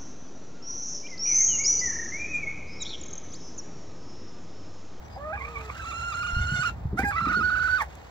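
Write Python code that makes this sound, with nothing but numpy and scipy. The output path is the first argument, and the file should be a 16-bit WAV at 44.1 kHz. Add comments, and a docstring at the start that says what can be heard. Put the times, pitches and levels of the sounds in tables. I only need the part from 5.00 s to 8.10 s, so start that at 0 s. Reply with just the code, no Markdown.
"""Two thin whistles of a small far bird, towards the left, open over low outdoor noise that swells and sinks.
Then a close hen gives two squawks: low voice breaking into a rising squeal that catches and dips, with rasping air.
A second hen moans softly under the first squawk; dull thumps and a late bright tick sound in the yard.
Voices are sums of unsteady harmonics and half lines; thumps are decaying sines with noise; the rest,
apart from the whistled sines, is shaped noise."""
import sys
import numpy as np
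from scipy import signal
from scipy.fft import rfft, irfft
from scipy.io import wavfile

SR = 44100
rng = np.random.default_rng(int(sys.argv[2]) if len(sys.argv) > 2 else 0)


def generate_wav(signal):
    """Clip the signal to [-1, 1] and save it as 16-bit WAV at the path in sys.argv[1]."""
    frames = np.transpose(np.atleast_2d(signal))
    scaled = np.clip(frames, -1, 1) * 32767
    pcm = np.round(scaled).astype(np.int16)
    wavfile.write(sys.argv[1], SR, pcm)


N = 136710
TIME = np.arange(N) / SR
CUTOFF_HZ = 15800


def scene():
    """The hens, the thumps, the tick, the far bird and the outdoor noise, in stereo."""
    return hen() + second_hen() + thumps() + ticks() + far_bird() + outdoors()


def hen():
    """Both squawks, the register cracks and the rasp, heard directly and as scatter from the yard."""
    calls = first_squawk() + second_squawk() + cracks() + rasp()
    return at_the_ports(calls) + yard(calls)


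# Parts of the first squawk. Each row: time in s, pitch in Hz, level in dB, roughness 0-1.
OPENING_PART = [(.178, 543.7, -43, 0.13), (.255, 606, -36, 0.09), (.322, 640, -35.5, 0.17),
                (.333, 798, -31, 0.03), (.364, 837, -36.5, 0.56)]
HOARSE_PART = [(.368, 1226, -46, 0.37), (.42, 1051, -37, 0.31), (.495, 1262, -46, 0.52),
               (.533, 1264, -47.5, 0.29), (.56, 1129, -35.5, 0.09), (.62, 1249, -47, 0.59),
               (.688, 1293, -50.5, 0.29), (.702, 1129, -34.5, 0.51), (.72, 1325, -52, 0.36),
               (.76, 1360, -46, 0.57)]
FIRST_SQUEAL_PART = [(.765, 1348, -48.5, 0.57), (.83, 1317, -37.5, 0.15), (.89, 1358, -34, 0.044),
                     (1.19, 1386, -31, 0.1), (1.46, 1443, -30.5, 0.15), (1.61, 1464, -28, 0.19),
                     (1.675, 1419, -25.5, 0.08), (1.698, 1326, -29, .35)]
# Throat colour of each part. Each row: frequency in Hz, gain in dB.
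OPENING_THROAT = [(600, -20), (1250, -2.5), (1650, 7.5), (1950, 1), (2600, 13), (8000, -34)]
HOARSE_THROAT = [(600, 18), (1150, 13), (2250, 15.5), (3500, -16), (7500, -58), (15000, -46)]
FIRST_SQUEAL_THROAT = [(700, -8), (1350, 9.5), (2750, -0.5), (4200, -12), (5600, -17), (6900, -9.5),
                       (8300, -26.5), (15000, -47.5)]
# Catches of both squeals: momentary pitch drops. Each row: centre in s, length in s.
SQUEAL_CATCHES = [(0.848, .012), (.922, .013), (1.131, 0.019), (1.232, .008), (1.269, 0.0079), (1.634, .01),
                  (1.646, 0.0076), (2.209, 0.0058), (2.259, 0.0094), (2.282, 0.021), (2.324, .015),
                  (2.344, 0.0086), (2.414, .028), (2.502, .009), (2.556, 0.0088), (2.595, 0.0068),
                  (2.631, 0.0074), (2.681, 0.014)]
WOBBLE = .016  # relative pitch deviation, rms before its upper limit


def first_squawk():
    """A low opening, a hoarse stretch and a squeal, each with its own throat resonance."""
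    opening = voice(OPENING_PART, OPENING_THROAT, rag=1.0, fall_db=16.5, soft_dull=0.44)
    hoarse = voice(HOARSE_PART, HOARSE_THROAT, flutter_db=2.5, rag=1.44, wobble=WOBBLE)
    squeal = voice(FIRST_SQUEAL_PART, FIRST_SQUEAL_THROAT, SQUEAL_CATCHES,
                   flutter_db=0.52, rag=0.9, wobble=WOBBLE)
    return opening + hoarse + squeal


# Parts of the second squawk. Each row: time in s, pitch in Hz, level in dB, roughness 0-1.
CLUCK_PART = [(1.975, 650, -33, 0.17), (1.993, 766.7, -20.5, 0.26), (2.018, 804, -34.5, 0.51),
              (2.041, 1012, -43, 0.67), (2.049, 815.5, -26, .02), (2.104, 812.5, -28.5, 0.026),
              (2.114, 847, -25.5, 0.45)]
SECOND_SQUEAL_PART = [(2.111, 1648, -28, 0.86), (2.13, 1111, -37, .25), (2.154, 1153, -31.5, 0.12),
                      (2.162, 1323, -25.5, 0.28), (2.25, 1364, -24.5, 0.085), (2.3, 1459, -26, 0.3),
                      (2.36, 1453, -24.5, 0.025), (2.58, 1495, -25.5, 0.19), (2.773, 1511, -23.5, 0.12),
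                      (2.782, 1273, -30.5, 0.12), (2.813, 1070, -27.5, 0.49)]
CLOSING_PART = [(2.806, 943, -35, 0.59), (2.825, 864, -23, 0.39), (2.836, 752, -44, 0.37)]
# Throat colour of the low voice and the squeal. Each row: frequency in Hz, gain in dB.
LOW_THROAT = [(400, -15), (800, 4.5), (1900, 9), (2450, -5), (3200, -31), (4900, -20), (8500, -25.5),
              (15000, -29.5)]
SECOND_SQUEAL_THROAT = [(700, -14.5), (1200, -1.5), (1500, 2), (2000, 1), (3000, -29.5), (4400, -24),
                        (6000, -39), (15000, -75)]


def second_squawk():
    """A low cluck, a squeal and a low closing; the low parts share one throat resonance."""
    cluck = voice(CLUCK_PART, LOW_THROAT, rag=0.44)
    squeal = voice(SECOND_SQUEAL_PART, SECOND_SQUEAL_THROAT, SQUEAL_CATCHES, flutter_db=1.15, rag=1.27)
    closing = voice(CLOSING_PART, LOW_THROAT, rag=0.68)
    return cluck + squeal + closing


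# Period doubling, which adds half lines. Each row: centre in s, length in s, weight (halved in the line gain).
PERIOD_DOUBLINGS = [(1.304, 0.044, 0.37), (1.427, 0.035, 1), (1.574, 0.039, 1.5), (2.178, 0.03, 0.56),
                    (2.31, 0.033, 0.53), (2.576, 0.028, .3)]
ROUGH_UNDERTONE = .4  # half-line weight per roughness
EDGE_S = .004
CATCH_HZ, CATCH_DB, CATCH_ROUGH = 195.9, -2, 0.023  # pitch drop, level change, added roughness
WOBBLE_HZ = 45
WAVER, WAVER_HZ = 0.0083, 70.6  # relative pitch, per rag
JITTER, JITTER_HZ = 0.0639, 303  # relative pitch, per roughness
SHIMMER, SHIMMER_HZ = .6, 380  # relative amplitude, per roughness
DRIFT_DB, DRIFT_HZ = 2.8, 30  # level drift of each line above the fundamental
RAG_PER_HARMONIC, RAG_HZ, FLUTTER_HZ = .55, 130, 50


def voice(part, colour, catches=(), flutter_db=0, rag=0, fall_db=0, wobble=0, soft_dull=0):
    """Harmonics of an unsteady syrinx, coloured by the throat; half lines and upper partials are most ragged."""
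    times, *columns = np.transpose(part)
    on = (TIME > times[0] - EDGE_S) & (TIME < times[-1] + EDGE_S)
    t = TIME[on]
    hz, db, rough = (np.interp(t, times, c) for c in columns)
    fall = fall_db + soft_dull * (db.max() - db)  # dB per harmonic: a softer voice is duller
    half = ROUGH_UNDERTONE * rough
    for s, length, weight in PERIOD_DOUBLINGS:
        half = half + weight * bump(t, s, length)

    for s, length in catches:
        u = 2 * (t - s) / length
        dip = np.exp(-abs(u) ** np.where(u > 0, 6, 2))  # eases in, snaps back
        hz = hz - CATCH_HZ * dip
        db = db + CATCH_DB * dip
        rough = rough + CATCH_ROUGH * dip
    hz = hz * (1 + wobble * np.minimum(wander(WOBBLE_HZ)[on], 1))  # slips further down than up
    waver = WAVER * rag * wander(WAVER_HZ)[on]
    jitter = JITTER * rough * wander(JITTER_HZ)[on]
    turns = np.cumsum(hz * (1 + waver + jitter)) / SR

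    drift, scatter = wander(DRIFT_HZ), wander(RAG_HZ)
    tone, power = 0, 0
    for k in np.arange(1, 41) / 2:
        is_half_line = k % 1 > 0
        swell_db = DRIFT_DB * np.roll(drift, rng.integers(N))[on] * (k > 1)
        gain = amp(read(colour, k * hz) - fall * k + swell_db) * (k * hz < CUTOFF_HZ)
        if is_half_line:
            gain = gain * half / 2
            blur = rough * 2
        else:
            blur = rag * RAG_PER_HARMONIC * (k - 1) * np.sqrt(abs(rough))
        blur = np.clip(blur, 0, 1)
        a, b = (np.roll(scatter, rng.integers(N))[:len(t)] for _ in range(2))
        line = np.sqrt(1 - blur ** 2) + blur * (a + 1j * b) / np.sqrt(2)  # steady to random
        spin = np.exp(2j * np.pi * (k * turns + rng.random() / 2))
        tone = tone + gain * (line * spin).real
        power = power + gain ** 2 / 2

    shimmer = 1 + SHIMMER * rough * wander(SHIMMER_HZ)[on]
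    flutter = amp(flutter_db * wander(FLUTTER_HZ)[on])
    edges = np.clip(np.minimum(t - t[0], t[-1] - t) / EDGE_S, 0, 1)
    out = np.zeros(N)
    out[on] = tone / np.sqrt(power) * shimmer * flutter * amp(db) * edges
    return out


# Cracks where the voice changes register. Each row: centre in s, pitch in Hz, level in dB.
REGISTER_CRACKS = [(.17, 788, -38.5), (.769, 1640, -42.5), (.803, 1580, -37.5), (2.038, 2010, -31)]
CRACK_S, CRACK_JITTER = .016, 0.06  # length, relative pitch rms


def cracks():
    """Short sine notes with randomly jittered pitch."""
    out, t = np.zeros(N), np.arange(-CRACK_S, CRACK_S, 1 / SR)
    for s, hz, db in REGISTER_CRACKS:
        turns = np.cumsum(hz * (1 + CRACK_JITTER * wander(JITTER_HZ)[:len(t)])) / SR
        note = unit(np.sin(2 * np.pi * turns))
        add(out, s - CRACK_S, amp(db) * bump(t, 0, CRACK_S) * note)
    return out


# Air rushing through the beak. 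Each row: frequency in Hz, relative level in dB.
RASP_SPECTRUM = [(600, 3), (1900, 18.5), (2800, 13), (4500, 7), (7000, 6), (9000, -10.5), (15500, -6)]
# Level of that rush before flutter. Each row: time in s, level in dB.
RASP_CURVE = [(.3, -58.5), (.66, -49.5), (1.45, -50.5), (1.69, -43), (1.72, -58.5), (1.96, -66.5),
              (1.985, -47), (2.09, -57), (2.17, -49.5), (2.82, -45.5), (2.85, -55.5)]


def rasp():
    """Turbulent air: shaped noise following the squawks, with a random 2 dB rms flutter."""
    return noise(RASP_SPECTRUM) * level(RASP_CURVE) * amp(2 * wander(74))


# Delay of the right microphone port. Each row: frequency in Hz, delay in s.
PORT_LAG = [(1500, 0.00012), (4000, 0.000247)]
# Port balance for the hen. Each row: frequency in Hz, left minus right in dB.
PORT_BALANCE = [(800, -2.5), (1500, -7), (3000, -6.5), (5600, 21.5), (6900, 9), (9000, 0)]


def at_the_ports(x):
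    """The sound reaches the right microphone port later and with another colour."""
    hz = np.fft.rfftfreq(N, 1 / SR)
    ratio = amp(read(PORT_BALANCE, hz))
    lag = np.exp(-2j * np.pi * hz * read(PORT_LAG, hz))
    ports = np.array([ratio, lag]) * np.sqrt(2 / (1 + ratio ** 2))  # keeps the summed power
    return irfft(rfft(x) * ports, N)


YARD_DB, YARD_T60_S = -11, 0.11


def yard(x):
    """Short scatter from the ground and the surroundings: convolution with decaying stereo noise."""
    t = TIME[:SR // 2]
    tail = rng.standard_normal((2, len(t))) * amp(-60 * t / YARD_T60_S) * (t > .004)
    tail = tail / np.linalg.norm(tail[0])
    return amp(YARD_DB) * signal.fftconvolve(x[None], tail, axes=1)[:, :N]


# Moan of the second hen. Each row: time in s, pitch in Hz, level in dB, roughness 0-1.
MOAN_PART = [(.37, 447, -56, .04), (.5, 472, -47.5, .04), (.69, 427.3, -48.5, 0.043)]
# Its throat colour. 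Each row: frequency in Hz, gain in dB.
MOAN_THROAT = [(450, 8), (900, 0.5), (4000, -70)]


def second_hen():
    """A soft low moan from the same voice mechanism, centred and without scatter."""
    return voice(MOAN_PART, MOAN_THROAT)


# Dull thumps. Each row: start in s, drive in dB, pitch in Hz, decay time constant in s.
THUMP_BLOWS = [(1.329, -21, 62.3, 0.027), (1.365, -19, 63.2, 0.069), (1.386, -27, 120.1, 0.015),
               (1.516, -24, 92, 0.042), (1.589, -24, 89.9, 0.011), (1.853, -22, 75, 0.03),
               (1.926, -18, 165.5, 0.019), (1.992, -23.5, 242, 0.0097), (2.032, -23, 207.6, 0.02),
               (2.211, -28.5, 139, 0.048), (2.266, -27, 190, 0.049), (2.366, -29.5, 215, 0.055)]
THUMP_RISE_S, THUMP_WIDTH = 0.0033, 0.57  # WIDTH: scuff band edge as a ratio to the pitch
THUMP_SWING, THUMP_SCUFF = 0.41, 0.66  # gains


def thumps():
    """Soft low blows: a heavily damped swing with a dull scuff in it."""
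    out, t = np.zeros(N), TIME[:SR // 4]
    for s, db, hz, decay_s in THUMP_BLOWS:
        band = [(hz / 4, -18), (hz * THUMP_WIDTH, 0), (hz / THUMP_WIDTH, -2), (hz * 3, -24), (hz * 20, -100)]
        scuff = noise(band)[:len(t)]
        swing = np.sin(2 * np.pi * hz * t)
        decay = np.exp(-np.maximum(t - THUMP_RISE_S, 0) / decay_s)
        envelope = np.minimum(t / THUMP_RISE_S, 1) * decay
        add(out, s, amp(db) * envelope * (THUMP_SWING * swing + THUMP_SCUFF * scuff))
    return out


# A peck or a snapping straw. Each row: start in s, level in dB.
TICK_EVENTS = [(2.954, -45)]
# Its spectrum. Each row: frequency in Hz, relative level in dB.
TICK_SPECTRUM = [(4000, -8), (7000, 3), (15000, -13)]
TICK_DECAY_S = 0.001


def ticks():
    """A tiny bright snap: noise with exponential decay."""
    out, t = np.zeros(N), TIME[:SR // 20]
    for s, db in TICK_EVENTS:
        add(out, s, amp(db) * np.exp(-t / TICK_DECAY_S) * noise(TICK_SPECTRUM)[:len(t)])
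    return out


# Small far bird. Each row: start in s, length in s, pitch in Hz, level in dB before panning.
BIRD_CHIRPS = [(.035, .045, 5800, -58), (.1, .09, 4920, -55)]


def far_bird():
    """Thin whistles towards the left: sines with wavering pitch under a half-sine envelope."""
    out = np.zeros(N)
    for s, length, hz, db in BIRD_CHIRPS:
        t = np.arange(0, length, 1 / SR)
        turns = np.cumsum(hz * (1 + .007 * wander(150)[:len(t)])) / SR
        add(out, s, amp(db) * np.sin(np.pi * t / length) * np.sin(2 * np.pi * turns))
    return out * amp([[3], [-8]])  # left, right dB


# Level of the low rumble. Each row: time in s, level in dB.
RUMBLE_CURVE = [(0, -43), (1.2, -41.5), (1.7, -36), (2.65, -38.5), (3.1, -51.5)]
# Spectrum of the rumble, then of the outdoor wash. Each row: frequency in Hz, relative level in dB.
RUMBLE_SPECTRUM = [(20, -32.5), (45, -15.5), (64, 1), (80, -5), (115, -12), (300, -27), (2000, -79)]
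AIR_SPECTRUM = [(30, 2), (450, 3), (780, 7.5), (2000, -11), (3000, -27.5), (4500, -22), (9000, -56),
                (15000, -26)]
AIR_DB, AIR_SAME = -48.5, 0.14  # SAME: power share common to both channels


def outdoors():
    """A low noise rumble, almost the same in both ears, under a wide soft noise wash."""
    rumble_sides = np.array([noise(RUMBLE_SPECTRUM), noise(RUMBLE_SPECTRUM)])
    rumble = noise(RUMBLE_SPECTRUM) + 0.22 * rumble_sides
    air_sides = np.array([noise(AIR_SPECTRUM), noise(AIR_SPECTRUM)])
    air = np.sqrt(AIR_SAME) * noise(AIR_SPECTRUM) + np.sqrt(1 - AIR_SAME) * air_sides
    return rumble * level(RUMBLE_CURVE) + air * amp(AIR_DB + 0.27 * wander(18))


def amp(db):
    """Decibels to gain."""
    return 10 ** (np.asarray(db) / 20)


def unit(x):
    """Scales to an rms of one."""
    return x / np.sqrt(np.mean(x ** 2) + 1e-20)


def read(points, hz):
    """Reads a curve on a log-frequency axis."""
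    f, value = np.transpose(points)
    return np.interp(np.log(hz + 1), np.log(f), value)


def level(points):
    """Gain over time from a curve in dB."""
    return amp(np.interp(TIME, *np.transpose(points)))


def add(mix, s, sound):
    """Mixes a sound in at time s."""
    part = mix[max(round(s * SR), 0):][:len(sound)]
    part += sound[:len(part)]


def noise(colour):
    """Noise of unit rms with the given spectrum."""
    gain = amp(read(colour, np.fft.rfftfreq(N, 1 / SR)))
    return unit(irfft(rfft(rng.standard_normal(N)) * gain, N))


def wander(hz):
    """Random motion of unit rms, mostly slower than the given rate."""
    gain = 1 / (1 + (np.fft.rfftfreq(N, 1 / SR) / hz) ** 4)
    return unit(irfft(rfft(rng.standard_normal(N)) * gain, N))


def bump(t, s, length):
    """A rounded, flat-topped hump of height one, centred on s."""
    return np.exp(-abs(2 * (t - s) / length) ** 6.8)


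def record(dry):
    """The recorder's band limit: a linear-phase low-pass."""
    lowpass = signal.firwin(511, CUTOFF_HZ, window=("kaiser", 9), fs=SR)
    return signal.oaconvolve(dry, lowpass[None], "same")


dry = scene()
out = record(dry)
generate_wav(out)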